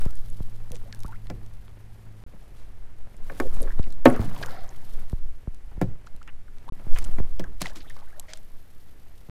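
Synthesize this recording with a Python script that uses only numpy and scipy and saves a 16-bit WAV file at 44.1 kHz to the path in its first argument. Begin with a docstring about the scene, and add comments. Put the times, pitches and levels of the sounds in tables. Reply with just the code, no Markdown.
"""On a still pond, gear is handled in a plastic kayak, heard by a chest-worn camera.
A far engine hums and an insect trills. The camera sways and is jolted; cloth and line rustle.
A bottle and a foam float are tossed into the water, which splashes and rings with tiny bubbles.
A paddle drips and knocks the hull. The sound drops out twice and cuts off just before the end."""
import sys
import numpy as np
from scipy import signal
from scipy.fft import rfft, irfft, next_fast_len
from scipy.io import wavfile
from scipy.ndimage import uniform_filter1d

SR = 44100
rng = np.random.default_rng(int(sys.argv[2]) if len(sys.argv) > 2 else 0)


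def log_audio(samples):
    """Write samples as a 16-bit WAV file to the path given in sys.argv[1]."""
    # one column per channel
    frames = np.atleast_2d(samples).T
    # limit to full scale, then quantise
    limited = np.clip(frames, -1, 1)
    pcm = np.round(limited * 32767).astype(np.int16)
    wavfile.write(sys.argv[1], SR, pcm)


N = 412631


def amp(db):
    return 10 ** (np.asarray(db) / 20)

def unit_rms(x):
    return x / np.sqrt(np.mean(x ** 2) + 1e-20)

def curves(rows):
    """Joins timed rows with straight lines, one curve per value column."""
    times, *columns = np.transpose(rows)
    return [np.interp(np.arange(N) / SR, times, column) for column in columns]

def add(mix, start, sound):
    part = mix[round(start * SR):][:len(sound)]
    part += sound[:len(part)]

def coloured(x, tone):
    """Filters x to a tone table and sets its strength to 1."""
    tone_hz, db = np.transpose(tone)
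    size = next_fast_len(len(x))
    hz = np.fft.rfftfreq(size, 1 / SR)
    gain = amp(np.interp(np.log(hz + 0.87), np.log(tone_hz), db))
    return unit_rms(irfft(rfft(x, size) * gain, size)[:len(x)])

def banded(x, hz, octaves):
    """Keeps a band around hz, wider on the low side; the highest treble is cut."""
    f = np.fft.rfftfreq(len(x), 1 / SR) + 1
    away = np.log2(f / hz) / max(octaves, .05)
    away = np.where(away < 0, 0.28 * away, away)
    return irfft(rfft(x) * np.exp(-.5 * away ** 2) / (1 + (f / 14800) ** 16), len(x))

def resonate(x, hz, width_hz):
    """Makes x ring around one pitch."""
    r = np.exp(-np.pi * width_hz / SR)
    return 2 * signal.lfilter([1 - r], [1, -r * np.exp(2j * np.pi * hz / SR)], x).real


# The tone of the air. Each row: frequency in Hz, relative level in dB.
AIR_TONE = [(35, -31), (60, 0.5), (129, -12), (556, -24), (1110, -31), (1900, -28), (3900, -38),
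            (10800, -42), (13500, -49), (14400, -53), (14900, -110)]

def air():
    """Open air makes a faint, steady rush."""
    return amp(-57) * coloured(rng.standard_normal(N), AIR_TONE)

# The engine's loudness. Each row: time in seconds, level in dB.
ENGINE_LEVELS = [(0, -88), (.25, -44.5), (1.2, -43.5), (2.23, -49), (2.3, -57), (4.1, -58.5), (4.3, -47.5),
                 (5.0, -57.5), (5.2, -67.5), (9.4, -67)]
# Its tones. Each row: multiple of the firing rate, relative level in dB.
ENGINE_TONES = [(2, 0.5), (3, -17.5), (4, -14)]

def engine(firing_hz=53.1):
    """A far motor hums at multiples of its firing rate, wavering a little."""
    waver = coloured(rng.standard_normal(N), [(.3, -1.5), (4, -4.0), (12, -67)])
    turns = np.cumsum(firing_hz * (1 + .006 * waver)) / SR
    hum = sum(amp(db) * np.sin(2 * np.pi * k * turns) for k, db in ENGINE_TONES)
    return amp(curves(ENGINE_LEVELS)[0] + 1.6 * waver[::-1]) * hum

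# The insect's loudness. Each row: time in seconds, level in dB.
INSECT_LEVELS = [(0, -90), (8.25, -90), (8.4, -72.5), (9.4, -77)]
# Where its wings ring. Each row: pitch in Hz, width in Hz, relative level in dB.
WING_RINGS = [(10970, 560, -10), (12320, 2000, -4)]

def insect(chirps_per_s=56):
    """An insect on the bank rasps its wings in quick, even chirps."""
    strokes = np.maximum(np.sin(2 * np.pi * chirps_per_s * np.arange(N) / SR + 1.1) + .3, 0)
    rasp = strokes * rng.standard_normal(N)
    trill = sum(amp(db) * resonate(resonate(rasp, hz, width), hz, width) for hz, width, db in WING_RINGS)
    return amp(curves(INSECT_LEVELS)[0]) * unit_rms(trill)

# Body movement. Each row: time in seconds, slow heave in dB, quicker shake in dB.
SWAY_LEVELS = [(0.0, -14, -36), (0.6, -26, -49), (1.37, -30.5, -41.5), (1.94, -43.5, -50), (3.05, -27, -47),
               (3.13, -48, -45), (3.29, -6, -51), (3.39, -30, -36), (3.5, -10, -35), (4.45, -22, -48.5),
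               (4.87, -26, -46.5), (4.95, -13.5, -44), (5.15, -31, -44), (5.28, -17.5, -38),
               (5.44, -36, -53), (5.77, -24.5, -37), (6.19, -30, -50), (6.73, -29.5, -51),
               (6.94, -9.5, -32), (7.3, -14, -37), (7.72, -29, -42), (7.87, -25.5, -50), (8.39, -31, -59),
               (9.3, -39, -51.5)]
# The tone of each movement. Each row: frequency in Hz, relative level in dB.
HEAVE_TONE = [(1, 8.5), (3, 11), (6, 14.5), (9, 6.5), (16, -0.5), (24, -20), (40, -81)]
SHAKE_TONE = [(12, -38), (22, -4), (40, -2), (80, -15), (160, -35.5), (400, -78.5)]

def sway():
    """The moving body pumps the microphone: swings too deep to hear, and a low shake."""
    heave_db, shake_db = curves(SWAY_LEVELS)
    heave = coloured(rng.standard_normal(N), HEAVE_TONE)
    heave /= np.sqrt(uniform_filter1d(heave ** 2, size=12000) + 0.051)  # evens out the swings
    shake = coloured(rng.standard_normal(N), SHAKE_TONE)
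    return amp(heave_db) * heave + amp(shake_db) * shake

# Camera bumps. Each row: start in seconds, peak in dB, relative sharp edge in dB, fade in seconds.
JOLTS = [(0.059, -15.5, -38, 0.08), (0.403, -20.5, -33, 0.08), (0.707, -26.5, -28, 0.19),
         (1.046, -23.5, -31, 0.11), (3.793, -13.5, -31, 0.063), (4.193, -12.5, -36, 0.066),
         (5.128, -15, -32.5, 0.26), (5.473, -19, -31.5, 0.25), (5.775, -24, -40, 0.23),
         (6.866, -25, -29, 0.095), (7.088, -26, -33, 0.15), (7.2, -15, -27.5, 0.082),
         (9.287, -29, -25, 0.25)]

def jolt(db, edge_db, fade_s):
    """The camera mount flexes: treble comes first, then the swing slows to one deep push."""
    t = np.arange(6000) / SR
    hz = 14 + 1500 * np.exp(-t / .0016) + 480 * np.exp(-t / .0038)
    turns = np.cumsum(hz) / SR
    swing = np.cos(2 * np.pi * (turns - turns[round(.0085 * SR)]))
    rise = amp(edge_db) * np.minimum(t / 0.00057, 1) + np.minimum(t / 0.00866, 1) ** 2
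    push = -rise * amp(-60 * t / fade_s) * swing
    return amp(db) * push / abs(push).max()

def grainy(per_s, spread_db, smooth):
    """Noise that jumps in short random bursts above a smooth floor."""
    sizes = amp(spread_db * np.minimum(rng.exponential(1, N), 4))
    kicks = sizes * (rng.random(N) < per_s / SR)
    bursts = signal.lfilter([1], [1, -np.exp(-1 / (0.004 * SR))], kicks)
    return (smooth + unit_rms(bursts)) * rng.standard_normal(N)

def bubbles(per_s, low_hz, high_hz):
    """Small bubbles ring at random moments, each rising in pitch."""
    born = rng.random(N) < per_s / SR
    which_pitch = rng.integers(0, 24, N)
    sizes = born * amp(3 * np.minimum(rng.exponential(1, N), 3))
    water = np.zeros(N)
    for k, hz in enumerate(np.geomspace(low_hz, high_hz, num=24)):
        cycles = np.arange(round(14 * SR / hz)) * hz / SR
        fade = np.exp(-cycles / 4.5) * np.minimum(cycles, 1)
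        ring = fade * np.sin(2 * np.pi * cycles * (1 + .012 * cycles))
        water += signal.oaconvolve(sizes * (which_pitch == k), ring)[:N] * np.sqrt(hz)
    return unit_rms(water)

# Stirring, in two lists: before and after the bottle lands.
# Each row: time in seconds, low wash in dB, high fizz in dB.
STIR_LEVELS = [
    [(0.0, -47, -57.5), (0.17, -58, -61), (0.52, -57.5, -66), (0.85, -55, -66), (1.15, -57.5, -70),
     (1.93, -59.5, -71), (2.45, -57, -70), (2.91, -59, -75.5), (3.23, -55, -68), (3.33, -49.5, -60),
     (3.48, -48, -60), (3.69, -46, -63), (3.85, -54, -64.5), (4.04, -55, -71)],
    [(4.07, -27.5, -63), (4.23, -44.5, -57), (4.4, -40.5, -58), (4.67, -54.5, -63), (4.96, -51.5, -59.5),
     (5.24, -63, -70), (5.74, -59, -76), (6.47, -61.5, -75.5), (6.91, -51, -63), (7.03, -45.5, -58.5),
     (7.43, -58.5, -70.5), (7.89, -60.5, -63), (8.31, -63, -68.5), (9.3, -61.5, -69.5)],
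]
# The tone of each part. Each row: frequency in Hz, relative level in dB.
WASH_TONE = [(59, -23), (100, 3), (198, -5), (387, -11), (755, -14), (851, -14.5), (1970, -21), (2640, -26),
             (6000, -45.5), (7800, -67), (13200, -120)]
FIZZ_TONE = [(1800, -31), (3000, -4), (4500, -5.5), (7300, -10.5), (10000, -7.5), (14500, -8), (15300, -20),
             (15700, -93.5)]

def stir():
    """Cloth and line rustle while stirred water burbles."""
    wash_db, fizz_db = curves(np.vstack(STIR_LEVELS))
    rustle = unit_rms(grainy(per_s=140, spread_db=3.8, smooth=0.99))
    burble = amp(-16.5) * bubbles(per_s=240, low_hz=350, high_hz=4000)
    wash = coloured(burble + rustle, WASH_TONE)
    fizz = coloured(grainy(per_s=250, spread_db=3.5, smooth=0.78), FIZZ_TONE)
    return amp(wash_db) * wash + amp(fizz_db) * fizz

# Gurgling water. Each row: start in seconds, level in dB, seconds to fade by 60 dB.
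GURGLES = [(4.09, -36.5, 0.67), (4.42, -44.5, 1.24), (7.63, -44, 0.55), (7.83, -63, 0.47),
           (7.96, -56.5, 1.8)]

def gurgle(rise_s=.015):
    """A crowd of bubbles rings after a splash and fades away."""
    t, level = np.arange(N) / SR, np.zeros(N)
    for start, db, fade_s in GURGLES:
        age = np.maximum(t - start, 0)
        level += np.minimum(age / rise_s, 1) * amp(db - 60 * age / fade_s)
    return level * bubbles(per_s=300, low_hz=446, high_hz=1900)

# Scrapes and sheets of spray.
# Each row: start in seconds, level in dB, pitch in Hz, width in octaves, length in seconds.
SWISHES = [(0.005, -48.5, 1700, 0.59, 0.075), (2.55, -59.5, 3000, 1.3, 0.16),
           (3.36, -51.5, 6030, 1.6, 0.14), (3.525, -53, 10980, 0.5, 0.062), (3.6, -53, 9000, 0.47, 0.065),
           (3.672, -41, 1480, 0.3, 0.022), (3.702, -43.5, 1890, 0.13, 0.035),
           (4.06, -45.5, 10070, 0.67, 0.087), (4.25, -34.5, 191.6, 0.28, 0.2), (4.47, -52, 2020, .12, 0.26),
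           (4.47, -52, 4660, 0.17, 0.2), (4.41, -46.5, 4000, 1.3, .065), (4.49, -43.5, 746, 0.1, 0.26),
           (6.275, -41, 2460, 0.27, 0.032), (6.925, -47.5, 3400, 1.3, 0.16),
           (6.955, -35.5, 2080, 0.5, 0.045), (7.438, -47.5, 1240, 0.44, 0.051),
           (7.60, -39, 3000, 1.25, 0.056), (7.64, -41.5, 3400, 0.99, 0.085), (7.75, -44, 3380, 1.1, 0.06),
           (7.76, -41.5, 330, 0.13, 0.06), (7.80, -49, 4050, 0.34, 0.033),
           (7.87, -54.5, 3630, 0.089, 0.068), (7.955, -49.5, 1150, 0.33, 0.073),
           (8.275, -49.5, 3920, 0.59, 0.13), (8.28, -48, 2150, 0.1, .05)]

def swish(db, hz, octaves, length):
    """Many tiny slips in a row make lumpy noise that swells fast and fades."""
    progress = np.linspace(0, 1, round(max(length, .01) * SR))
    noise, lumps = rng.standard_normal((2, len(progress)))
    lumpy = noise * amp(3 * unit_rms(uniform_filter1d(lumps, size=120)))
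    level = amp(db - 16 * progress) * signal.windows.tukey(len(progress), .35)
    return level * unit_rms(banded(lumpy, hz, octaves))

# Snaps of line, foam and splash drops.
# Each row: start in seconds, peak in dB, pitch in Hz, width in octaves.
SNAPS = [(0.0088, -38, 10100, 0.23), (0.0534, -36, 7100, .9), (0.1071, -41, 7200, 0.78),
         (0.1543, -39, 9700, 0.21), (0.3001, -38, 10000, 0.13), (0.7174, -30.5, 7500, 0.77),
         (0.7551, -34, 5200, 0.54), (0.7645, -39, 7000, 0.26), (0.9256, -28, 4320, .45),
         (0.9467, -36, 6560, .8), (1.0033, -37.5, 7360, 0.64), (1.033, -35, 7950, 0.55),
         (1.0795, -40, 6000, 1.2), (1.2688, -39, 4150, 0.45), (1.3, -28.5, 4070, .55),
         (1.4622, -44, 7200, 0.37), (1.537, -46, 7100, .65), (1.68, -41, 1700, .7),
         (2.823, -50, 1200, 0.47), (3.1663, -45, 9200, 0.27), (3.4, -33, 4300, 1.3),
         (3.5477, -37, 11500, .3), (3.5622, -38, 9100, .6), (3.6024, -40, 5200, .45),
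         (3.6191, -25.5, 11300, 0.084), (3.6282, -33, 9300, 0.25), (3.7222, -40, 6130, .9),
         (3.7915, -39.5, 3430, .3), (3.8288, -38, 4900, 0.54), (3.8397, -37, 3940, 0.24),
         (3.9036, -42, 5270, 0.29), (3.9235, -36, 6100, 0.55), (4.0534, -19, 9000, 0.88),
         (4.0589, -16, 3750, .4), (4.0647, -15, 2440, .25), (4.0995, -28.5, 10200, 0.16),
         (4.1615, -33, 9700, 0.87), (4.2472, -38, 10100, 0.12), (4.362, -36, 3000, 0.45),
         (4.4104, -40, 9700, .4), (4.4264, -27.5, 4000, 0.37), (4.4315, -28, 4020, 0.33),
         (4.46, -30, 6500, 1.1), (4.6905, -38.5, 7250, 0.12), (5.0969, -38.5, 5700, 0.83),
         (5.5453, -41, 6850, 0.84), (5.8145, -34, 5170, 1.5), (6.0699, -41, 5750, 0.38),
         (6.1624, -43, 5070, 0.94), (6.2281, -39.5, 4300, 0.6), (6.2756, -40.5, 3510, 0.88),
         (6.5833, -43, 5460, 0.48), (6.6885, -40.5, 3600, 0.24), (6.9737, -35, 5770, 1.3),
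         (6.9857, -20.5, 6500, 1.3), (7.0415, -30, 8300, 0.34), (7.0466, -30.5, 8300, .45),
         (7.3946, -26.5, 4800, 0.6), (7.4403, -40, 3520, 1.15), (7.6166, -16, 5650, .8),
         (7.626, -23, 4740, 0.33), (7.6674, -27.5, 4800, 0.31), (7.7701, -35, 6070, .9),
         (7.8974, -37, 7600, 0.46), (7.9667, -42, 4140, .45), (8.1964, -22, 9900, 0.32),
         (8.3339, -23, 4750, .6), (8.3727, -34, 6330, .8)]

def snap(db, hz, octaves):
    """A sudden burst of noise in one band; louder snaps ring longer."""
    t = np.arange(4096) / SR
    fade_s = max(0.0069 * 2 ** ((db + 40) / 20), .002)
    noise = rng.standard_normal(len(t)) * amp(-60 * t / fade_s)
    burst = banded(np.roll(noise, 40), hz, octaves)
    return amp(db) * burst / abs(burst).max()

# Showers of drops. Each row: start in seconds, length in seconds, lowest peak in dB, middle pitch in Hz.
SHOWERS = [(0.019, 0.29, -58, 8600), (0.701, 0.054, -43, 7500), (0.986, 0.083, -44.5, 8500),
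           (3.534, .035, -40.5, 11100), (3.615, 0.032, -42, 9000), (4.079, 0.44, -45, 6300),
           (4.504, 0.16, -50.5, 4900), (6.049, .03, -48, 4610), (6.93, .06, -49, 5470),
           (7.6, 0.1, -51, 4500), (7.75, 0.26, -48, 4500), (8.268, .13, -54, 4525)]

def falling_drops(per_s=65, pitch_range_octaves=1.2):
    """Drops fall back on the pond at random; returns one row per drop for snap()."""
    rows = []
    for start, length, db, hz in SHOWERS:
        when, size, pitch, width = rng.random((round(per_s * length), 4)).T
        drop_hz = np.minimum(hz * 2 ** (pitch_range_octaves * (pitch - .5)), 13000)
        rows += zip(start + length * when, db - np.log(size), drop_hz, .4 * (.5 + width))
    return rows

# Drips. Each row: start in seconds, level in dB, rough first and last pitch in Hz, length in seconds.
DRIPS = [(.075, -52, 1280, 1430, 0.038), (.128, -58, 1510, 2000, 0.046), (.722, -37.5, 520, 453, 0.034),
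         (.86, -51.5, 506, 1280, 0.047), (.927, -41, 1710, 1610, 0.018), (1.045, -42.5, 970, 1560, 0.023),
         (1.079, -47, 897, 2820, 0.091), (1.124, -40.5, 1150, 2050, 0.017), (4.19, -31, 234.5, 322, 0.083),
         (4.205, -24, 98.3, 131, 0.058), (4.3, -46, 164.2, 220, 0.13), (4.363, -37, 975, 897, 0.017),
         (4.415, -31, 680, 487, 0.012), (4.43, -22.5, 1460, 1700, 0.0077), (4.465, -44, 1455, 1280, 0.058),
         (4.572, -41, 1260, 1410, 0.015), (6.07, -44, 1036, 1790, 0.0069), (6.215, -44, 1060, 1580, 0.0076),
         (6.277, -48, 1290, 2220, 0.012), (6.481, -46.5, 1500, 1270, 0.0072),
         (6.68, -34.5, 780, 1320, 0.02), (7.44, -32.5, 1625, 1520, 0.0096),
         (7.652, -34.5, 1040, 606, 0.029), (7.658, -32.5, 1800, 1920, 0.0077),
         (7.845, -53, 1104, 2230, 0.023), (7.902, -43, 1593, 1900, 0.0071), (8.02, -51.5, 781, 1150, 0.032),
         (8.128, -51, 1470, 1900, 0.022), (8.17, -47, 546, 960, 0.04), (8.28, -51, 624, 645, 0.12)]

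def drip(db, start_hz, end_hz, length):
    """A drop traps a bubble that starts a little sharp, settles, and bends as it nears the surface."""
    progress = np.linspace(0, 1, round(max(length, .004) * SR))
    bend = np.clip(length / .03, 1, 3.5) if end_hz > start_hz else 1  # long rising notes bend latest
    pitch_wobble, level_wobble = uniform_filter1d(rng.standard_normal((2, len(progress))), size=120)
    glide_hz = start_hz * (end_hz / start_hz) ** (progress ** bend)
    hz = glide_hz * (1 + .12 * np.exp(-progress * length / .003) + .3 * pitch_wobble)
    level = amp(db - 11.3 * progress + 46 * level_wobble) * signal.windows.tukey(len(progress), .12)
    return level * np.sin(2 * np.pi * np.cumsum(hz) / SR)

# The notes hull and bottle ring at. Each row: pitch in Hz, relative level in dB, base fade in seconds.
HULL_NOTES = [(107, -7.5, 0.45), (131, -7, 0.34), (176, -0.5, 0.22), (230, -5.5, 0.13), (291, 1.5, 0.083),
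              (366.4, -7, 0.14), (490, -15, 0.17), (522, -12.5, 0.14), (606, -8, 0.075),
              (718, -11.5, 0.091), (848, -16.5, 0.089), (1060, -15.5, 0.065), (1370, -19, 0.058),
              (1710, -21.5, 0.075), (2012, -16, .04), (2320, -25.5, 0.085)]
BOTTLE_NOTES = [(124.3, -4, 0.27), (234, -8.5, 0.54), (256, 6, 0.27), (323, 5, 0.18), (346, -4, 0.12),
                (418, 1.5, .1), (520, 3.5, 0.08), (553.6, -3.5, 0.21), (634.6, -3.5, 0.11),
                (716, -7.5, 0.24), (803, -13.5, 0.26), (911, -8.5, 0.13), (1106, -12.5, 0.19),
                (1273, -15, 0.15), (1475, -12, 0.11), (1610, -12, 0.085), (1790, -11.5, 0.096),
                (2143, -17.5, 0.089), (2325, -21.5, 0.1)]
# Knocks on each. Each row: start in seconds, level in dB, hardness in dB per octave,
# a number that multiplies the fade times, relative crack level in dB, rattle level in dB.
HULL_KNOCKS = [(1.3, -28.5, 2.4, 0.9, -8.5, -47.5), (2.335, -41, 0.34, 0.73, -28, -67),
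               (3.867, -37, 0.48, 0.97, -21, -53), (5.814, -13, 0.35, 0.88, -12.5, -42),
               (7.184, -27.5, 1.7, 0.59, -10, -58), (7.396, -25.5, 1.6, 0.87, -1.5, -43.5),
               (7.616, -25, 3.7, 0.61, 3.5, -48)]
BOTTLE_KNOCKS = [(3.298, -33.5, 9, 0.38, -16, -42.5), (3.4, -17.5, 4.5, 0.43, -1, -28.5),
                 (3.603, -32, -3, 0.39, -19, -33.5), (4.056, 1, 2, 0.63, -32, -24.5)]
HULL_RATTLE, BOTTLE_RATTLE = (210, 0.83), (484, 0.26)  # pitch in Hz, width in octaves

def knock(notes, db, hardness, ring, crack_db):
    """Struck thin plastic cracks, then rings in close pairs of fluttering notes."""
    t = np.arange(14000) / SR
    hz, note_db, fade_s = np.transpose(notes)[:, :, None]
    flutter = uniform_filter1d(rng.standard_normal((len(notes), len(t))), size=500, axis=1)
    level_db = note_db + hardness * np.log2(hz / 500) + 40 * flutter - 60 * t / (ring * fade_s)
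    rise = 1 - np.exp(-t * hz / 1.14)  # low notes travel slowly through the plastic
    turns = hz * t + rng.random(hz.shape)
    pairs = np.sin(2 * np.pi * turns) + 0.23 * np.sin(2 * np.pi * 1.045 * turns)
    ringing = (amp(level_db) * rise * pairs).sum(0)
    dull_noise = signal.lfilter([.2], [1, -.85], rng.standard_normal(len(t)))
    crack = dull_noise * amp(crack_db - 60 * t / (0.053 * ring))
    return amp(db) * (0.47 * ringing / np.std(ringing[:800]) + crack)


def scene():
    """Lays the knocks and other short sounds over the background, in one channel."""
    mix = sway() + stir() + air() + engine() + insect() + gurgle()
    for knocks, notes, rattle in ((BOTTLE_KNOCKS, BOTTLE_NOTES, BOTTLE_RATTLE),
                                  (HULL_KNOCKS, HULL_NOTES, HULL_RATTLE)):
        for start, db, hardness, ring, crack_db, rattle_db in knocks:
            add(mix, start, knock(notes, db, hardness, ring, crack_db))
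            add(mix, start + .01, swish(rattle_db, *rattle, length=ring * .19))
    for rows, sound in ((JOLTS, jolt), (DRIPS, drip), (SNAPS, snap), (SWISHES, swish),
                        (falling_drops(), snap)):
        for start, *settings in rows:
            add(mix, start, sound(*settings))
    return mix[None]

# Silences. Each row: start in seconds, end in seconds, fade-out in seconds.
DROPOUTS = [(2.2385, 2.2635, .0001), (6.6995, 6.7225, .004), (9.2975, 9.4, .0001)]

def record(dry, top_hz=16000):
    """Overload flattens the loudest peaks, the sound drops out, and the highest treble is cut."""
    t, gate = np.arange(N) / SR, np.ones(N)
    for start, end, fade_s in DROPOUTS:
        gate *= np.clip(np.maximum((start - t) / fade_s, (t - end) / .0012), 0, 1)
    gated = np.clip(dry, -.95, .95) * gate
    lowpass = signal.firwin(511, top_hz, window=("kaiser", 9), fs=SR)
    return signal.oaconvolve(gated, lowpass[None], "same")


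dry = scene()
out = record(dry)
log_audio(out)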